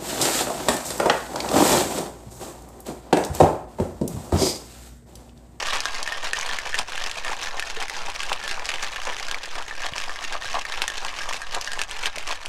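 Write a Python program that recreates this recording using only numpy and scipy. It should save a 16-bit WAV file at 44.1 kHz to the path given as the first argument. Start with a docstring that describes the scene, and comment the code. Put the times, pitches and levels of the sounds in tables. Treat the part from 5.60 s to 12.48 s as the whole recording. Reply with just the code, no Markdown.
"""In a small furnished bar, ice cubes and liquid are thrown to and fro in a closed metal shaker,
four strokes a second. Cubes knock on the tin and on each other: cracks, short notes and ringing wall modes.
Finer contacts crackle and the liquid gurgles through banks of resonators that follow each stroke.
The microphone is close and sways with every stroke; faint rumble, dull bumps and short echoes surround it."""
import sys
import numpy as np
from scipy import signal
from scipy.io import wavfile

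SR = 44100
rng = np.random.default_rng(int(sys.argv[2]) if len(sys.argv) > 2 else 0)


def master_out(mix):
    """Clip the mix to full scale and print it as 16-bit PCM to the path in sys.argv[1]."""
    frames = np.transpose(np.atleast_2d(mix))
    ceiling = np.clip(frames, -1, 1)
    pcm = np.round(ceiling * 32767).astype(np.int16)
    wavfile.write(sys.argv[1], SR, pcm)


N = 303408

# Strokes of the shaker. Each row: forward jerk in seconds, relative level of the rattle in dB as the load lands,
# as it flies free, as it tumbles back, relative level of the liquid's splash on landing in dB.
STROKES = [(-0.12, -32, -7, -32.5, -36), (0.134, -30, -43.5, -33, -33), (0.385, -37, -39, -35.5, -33),
           (0.641, -32.5, -46.5, -33.5, -33), (0.898, -31, -45, -38, -34), (1.159, -30, -48, -35.5, -34),
           (1.423, -32.5, -40.5, -37, -36), (1.686, -33.5, -39.5, -35.5, -33.5),
           (1.941, -39.5, -44.5, -37.5, -34), (2.192, -33.5, -49, -34.5, -34),
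           (2.441, -37, -40, -37.5, -36.5), (2.695, -32, -44, -37.5, -32.5),
           (2.962, -36.5, -39, -34.5, -35.5), (3.218, -30.5, -40.5, -37, -34.5),
           (3.47, -36, -37.5, -37, -32.5), (3.709, -36, -43, -40, -33.5), (3.965, -37, -41.5, -40.5, -33),
           (4.227, -34, -45.5, -37, -34), (4.474, -37.5, -48, -36.5, -35.5),
           (4.72, -34, -46.5, -35.5, -33.5), (4.948, -33, -46.5, -38, -32), (5.194, -36, -43.5, -36.5, -35),
           (5.434, -34, -42.5, -35.5, -32), (5.683, -34, -38.5, -44, -35),
           (5.929, -34.5, -42, -39.5, -31.5), (6.178, -34.5, -53, -39, -36),
           (6.432, -31, -50, -39.5, -36.5), (6.685, -32, -45.5, -43, -35.5), (6.935, -35, -43, -42, -35)]


def from_db(db):
    """Decibels to gain."""
    return 10 ** (np.asarray(db) / 20)


def rms_one(x):
    """Scale to unit rms."""
    return x / np.sqrt(np.mean(x ** 2) + 1e-20)


def band_pass(x, order, low_hz, high_hz):
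    """Butterworth band-pass."""
    return signal.sosfilt(signal.butter(order, [low_hz, high_hz], "band", fs=SR, output="sos"), x)


def low_pass(x, cut_hz):
    """Second-order Butterworth low-pass."""
    return signal.sosfilt(signal.butter(2, cut_hz, fs=SR, output="sos"), x)


def at_hz(points, hz):
    """Read a spectrum in dB on a log-frequency axis."""
    points_hz, points_db = np.transpose(points)
    return np.interp(np.log(hz), np.log(points_hz), points_db)


def ring(clicks, hz, t60_s):
    """Two-pole resonator: a unit click starts a decaying sine of height about 1."""
    r = from_db(-60 / (t60_s * SR))
    w = 2 * np.pi * hz / SR
    return signal.lfilter([0, np.sin(w)], [1, -2 * r * np.cos(w), r * r], clicks + 1e-18)


def drift(rate_hz):
    """Random wander of unit rms: noise through two equal one-pole low-passes."""
    r = np.exp(-2 * np.pi * rate_hz / SR)
    noise = rng.standard_normal(N + SR)
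    return rms_one(signal.lfilter([1], [1, -2 * r, r * r], noise)[SR:])  # first second settles the filter


def contacts(per_s, spread_db, clump_db):
    """Random clicks of uneven size and either sign, in clumps."""
    size_db = spread_db * np.minimum(rng.exponential(1, N), 3.2)
    sizes = from_db(size_db) * rng.choice([-1, 1], N)
    chance = per_s * from_db(clump_db * drift(60)) / SR
    return sizes * (rng.random(N) < chance)


def dealt(clicks, wash, spectrum, cycles, shared, contact_s, count):
    """Clicks become noise scuffs, each fed to some of many log-spaced resonators; a wash of finer rubbing feeds all."""
    out, noise = np.zeros(N), rng.standard_normal(N)
    r = np.exp(-1 / (contact_s * SR))
    for hz in np.geomspace(spectrum[0][0], spectrum[-1][0], count):
        taken = clicks * (rng.random(N) < shared)
        envelope = signal.lfilter([np.sqrt(1 - r * r)], [1, -r], taken + 1e-18)
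        scuffs = noise * (wash + envelope)
        gain = from_db(at_hz(spectrum, hz)) * hz / SR
        out += gain * ring(scuffs, hz, cycles / hz)
    return out


def turns():
    """Strokes completed at every moment."""
    jerk_s = np.array(STROKES)[:, 0]
    return np.interp(np.arange(N) / SR, jerk_s, np.arange(len(STROKES)))


def room_tone():
    """A faint low rumble of air and machines: band-passed noise."""
    return from_db(-62) * rms_one(band_pass(rng.standard_normal(N), 1, 90, 260))


def bumps():
    """Short dull thumps near the microphone, each one decaying sine."""
    # Each row: start in seconds, level in dB, pitch in Hz, t60 in seconds.
    thumps = [(2.172, -28.5, 450, 0.09), (2.91, -33, 200, 0.018), (4.324, -24, 130, 0.017),
              (4.859, -32.5, 97.5, 0.039), (6.575, -25.5, 620, 0.027)]
    out = np.zeros(N)
    for start_s, level_db, hz, t60_s in thumps:
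        click = np.arange(N) == round(start_s * SR)
        out += ring(from_db(level_db) * click, hz, t60_s)
    return out


def sway():
    """The microphone drifts back slowly and is jerked forward once a stroke: a rounded saw-tooth, with rumble."""
    turn = 2 * np.pi * turns()
    saw = sum(-np.sin(k * turn) * from_db(-6.5 * (k - 2.5)) for k in range(1, 8))
    rumble = low_pass(rng.standard_normal(N), 27.4)
    return from_db(-38) * saw + from_db(-45) * rms_one(rumble)


def bar(x):
    """Dense, dull tails of reflections; the shaker moves, so it feeds a changing mix of them."""
    t60_s, wall_cut_hz = 0.12, 7100
    t = np.arange(SR // 3) / SR
    tails = rng.standard_normal((4, len(t))) * from_db(-60 * t / t60_s) * np.minimum(t / 0.0014, 1)
    tails = signal.lfilter(*signal.butter(1, wall_cut_hz, fs=SR), tails)
    return sum(signal.fftconvolve(x * drift(8.8), tail / np.linalg.norm(tails))[:N] for tail in tails)


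def tin(clicks, favoured_hz, picky_db):
    """Wall modes; the place of a blow favours the mode nearest one pitch, others lose picky_db per octave."""
    # Modes of the metal wall. Each row: pitch in Hz, relative level in dB, t60 in seconds.
    modes = [(1152, 0, 0.023), (1530, -9, 0.015), (1630, -8.5, 0.14), (1760, -2, 0.064), (1830, -1, 0.056)]
    out, at = np.zeros(N), np.flatnonzero(clicks)
    for hz, level_db, t60_s in modes:
        octaves_off = np.abs(np.log2(favoured_hz[at] / hz))
        blows = np.zeros(N)
        blows[at] = clicks[at] * from_db(level_db - picky_db * octaves_off)
        out += ring(blows, hz, t60_s)
    return out


def stroke_levels():
    """Each stroke the load lands on one end, flies free, tumbles back and settles: dB of ice and of liquid."""
    _, land_db, fly_db, tumble_db, splash_db = np.transpose(STROKES)
    # lands, landed, flies, tumbles, settles: shares of the stroke's length
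    moments = np.arange(len(STROKES))[:, None] + np.array([0.087, 0.13, 0.34, 0.49, 0.87])
    ice_db = np.transpose([land_db, land_db, fly_db, tumble_db, tumble_db - 1.5])
    # between splashes the liquid follows the rattle: -42 dB at a rattle of -36 dB, 0.61 dB per dB
    liquid_db = -42 + 0.61 * (ice_db + 36)
    liquid_db[:, :2] = splash_db[:, None]
    return [np.interp(turns(), moments.ravel(), db.ravel()) for db in (ice_db, liquid_db)]


def load():
    """Small ice contacts crackle, thud and excite the tin; the liquid gurgles in short bubbles."""
    # Spectrum of the ice crackle. Each row: frequency in Hz, relative level in dB.
    ice_spectrum = [(1200, -40), (1900, -4.5), (2600, 5), (4000, -2), (6200, -3.5), (9000, -30),
                    (12100, -54), (16000, -74)]
    # Spectrum of the bubbles. Each row: frequency in Hz, relative level in dB.
    liquid_spectrum = [(110, -22), (200, -12), (340, -42), (460, -32), (800, 17), (1100, 22), (1500, -6)]
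    ice_level, liquid_level = from_db(stroke_levels())
    taps = ice_level * rms_one(contacts(600, spread_db=3.5, clump_db=5.5))
    crackle = dealt(taps, from_db(-16.5) * ice_level, ice_spectrum,
                    cycles=16.2, shared=0.26, contact_s=0.0015, count=30)
    rung = tin(taps, rng.uniform(960, 1750, N), picky_db=59)
    thud = band_pass(taps, 1, 130, 236)  # small contacts heard through the full shaker
    bubbles = dealt(contacts(900, spread_db=4.0, clump_db=4.5), from_db(-27), liquid_spectrum,
                    cycles=7.3, shared=0.15, contact_s=0.0016, count=22)
    ice = from_db(5) * crackle + from_db(-20.5) * rung + from_db(6) * thud
    return ice + liquid_level * rms_one(bubbles)


def knocks():
    """A hard knock is a crack, a thud, a short cube note and a blow on the tin."""
    # Loudest knocks. Each row: start in seconds, relative level in dB, cube pitch in Hz,
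    # relative level of the blow on the tin in dB, favoured tin pitch in Hz.
    hits = [(0.069, -10, 3700, -29, 1640), (0.1337, -9, 1970, -33, 1640), (0.17, -14, 3070, -38, 1630),
            (0.2046, -7.5, 4100, -41, 1610), (0.2373, -19, 3170, -34, 1800), (0.2555, -8, 3520, -4.5, 1547),
            (0.4291, -7, 4400, -44, 1600), (0.4623, -16, 2190, -31, 1630), (0.4759, -12, 2490, -19.5, 1770),
            (0.5221, -12, 2580, -20, 1830), (0.7329, -6, 2570, -13.5, 1850),
            (0.8113, -14.5, 2940, -40, 1570), (0.8637, -11, 4430, -46, 1820),
            (0.895, -27, 2550, -19.5, 1750), (0.9448, -15, 2940, -31, 1630), (0.987, -8, 2050, -21, 1710),
            (1.056, -19, 2510, -25, 1710), (1.13, -31, 3220, -19, 1720), (1.1434, -9, 2560, -15, 1830),
            (1.1524, -15, 2020, -22, 1860), (1.189, 0, 2350, -27, 1650), (1.3208, -17, 2500, -13, 1510),
            (1.378, -12, 2720, -19.5, 1670), (1.4133, -23, 3080, -25, 1760),
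            (1.514, -11.5, 3160, -36, 1790), (1.6477, -11.5, 2670, -24, 1800),
            (1.6801, -26, 2590, -27, 1830), (1.8394, -10, 2030, -40, 1600), (1.981, -23, 2000, -17, 1950),
            (1.996, -6, 2580, -42, 1940), (2.0248, -13, 2530, -20, 1790), (2.1003, -13.5, 2650, -34, 1600),
            (2.203, -15, 3230, -40, 1670), (2.2254, -10, 2230, -33, 1870), (2.282, -14, 2100, -36, 1510),
            (2.2976, -10, 1950, -32, 1950), (2.5005, -14.5, 2530, -45, 1930),
            (2.6328, -10.5, 2740, -20.5, 1630), (2.6962, -13, 2950, -40, 1590),
            (2.7297, -9, 2960, -37, 1500), (2.8392, -21, 2480, -22.5, 1740), (2.878, -9, 3300, -25, 1740),
            (2.9125, -10, 2800, -18, 1660), (3.056, -12.5, 5140, -44, 1810), (3.0903, -5, 2680, -29, 1630),
            (3.2443, -16, 2170, -39, 1690), (3.3606, -13, 2500, -20.5, 1630), (3.477, -30, 2040, -22, 1630),
            (3.5982, -14, 2260, -40, 1660), (3.684, -15.5, 3700, -16.5, 1610),
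            (3.713, -8.5, 3130, -23, 1630), (3.857, -14.5, 2590, -38, 1610), (4.1106, -29, 2040, -23, 1760),
            (4.2192, -16.5, 2160, -18, 1630), (4.3813, -10, 2540, -37, 1970),
            (4.4017, -15.5, 2950, -15.5, 1520), (4.4946, -22, 2190, -20, 1700),
            (4.559, -18, 1990, -22, 1670), (4.6409, -13, 2630, -27, 1830), (4.7247, -12, 3340, -21, 1620),
            (4.751, -22, 3220, -38, 1640), (4.822, -19, 3470, -24.5, 1810),
            (4.8554, -25, 2510, -21.5, 1630), (4.9425, -15, 2770, -23, 1630),
            (5.052, -16.5, 2020, -23.5, 1840), (5.122, -14.5, 3730, -27, 1760),
            (5.2192, -2.5, 2730, -26, 1610), (5.2794, -4, 6400, -17.5, 1820), (5.301, -12, 3300, -21, 1730),
            (5.462, -17, 2830, -19, 1530), (5.607, -26, 2050, -16.5, 1606), (5.69, -10.5, 3100, -34, 1790),
            (5.7269, -10, 2150, -41, 1600), (5.734, -12, 2620, -35, 1630), (5.7673, -15.5, 2480, -32, 1950),
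            (5.8179, -14, 2480, -18, 1660), (5.948, -7, 4400, -22, 1630), (6.0121, -7.5, 5960, -39, 1620),
            (6.0457, -16, 6100, -42, 1760), (6.075, -15, 2750, -15.5, 1680), (6.118, -13, 3100, -18, 1530),
            (6.1327, -9.5, 2650, -25, 1750), (6.1919, -10, 2820, -19.5, 1740),
            (6.2159, -4.5, 2580, -26, 1590), (6.236, -13.5, 2600, -28, 1630),
            (6.3115, -12, 3000, -20, 1510), (6.458, -4.5, 2970, -18, 1530), (6.558, -13.5, 2650, -52, 1680),
            (6.583, -9.5, 2550, -44, 1710), (6.6758, -13, 2820, -42, 1640), (6.7124, -15, 3200, -25, 1560),
            (6.8594, -11, 2950, -45, 1890)]
    out, blows, favoured_hz = np.zeros(N), np.zeros(N), np.ones(N)
    t = np.arange(1024) / SR
    crack_decay = (from_db(-10 - 60 * t / 0.0022)
                   + from_db(-22 - 60 * t / 0.0028)
                   + from_db(-14.5 - 60 * t / 0.034))
    for start_s, level_db, cube_hz, tin_db, tin_hz in hits:
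        i = round(start_s * SR)
        noise = rng.standard_normal(len(t))
        noise = np.sign(noise) * np.sqrt(np.abs(noise))  # evened, so that every crack has its edge
        note = np.sin(2 * np.pi * cube_hz * t) * from_db(-60 * t * cube_hz / 14)  # 60 dB down in 14 cycles
        knock = from_db(-6.5) * note + noise * crack_decay
        out[i:i + len(t)] += from_db(level_db) * knock[:N - i]
        blows[i], favoured_hz[i] = from_db(tin_db), tin_hz
    thud = band_pass(out, 1, 120, 700)
    clack = band_pass(out, 2, 900, 7500)
    return clack + from_db(0.5) * thud + from_db(-2.5) * tin(blows, favoured_hz, picky_db=112)


def scene():
    """The shaker, its echo in the bar and the swaying microphone."""
    full = knocks() + load()
    split_hz = 450
    above = signal.sosfilt(signal.butter(3, split_hz, "high", fs=SR, output="sos"), full)
    below = signal.sosfilt(signal.butter(3, split_hz, "low", fs=SR, output="sos"), full)
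    shaker = from_db(1.5) * above + from_db(-12) * below  # a small body radiates little bass
    echo = from_db(-13.5) * bar(shaker)
    return (shaker + echo + sway() + bumps() + room_tone())[None]


def record(dry):
    """The microphone rolls off in the treble and the top is cut."""
    mic_top_hz, cutoff_hz = 11000, 16500
    dull = low_pass(dry, mic_top_hz)
    return signal.sosfilt(signal.cheby2(18, 60, cutoff_hz, fs=SR, output="sos"), dull)


dry = scene()
out = record(dry)
master_out(out)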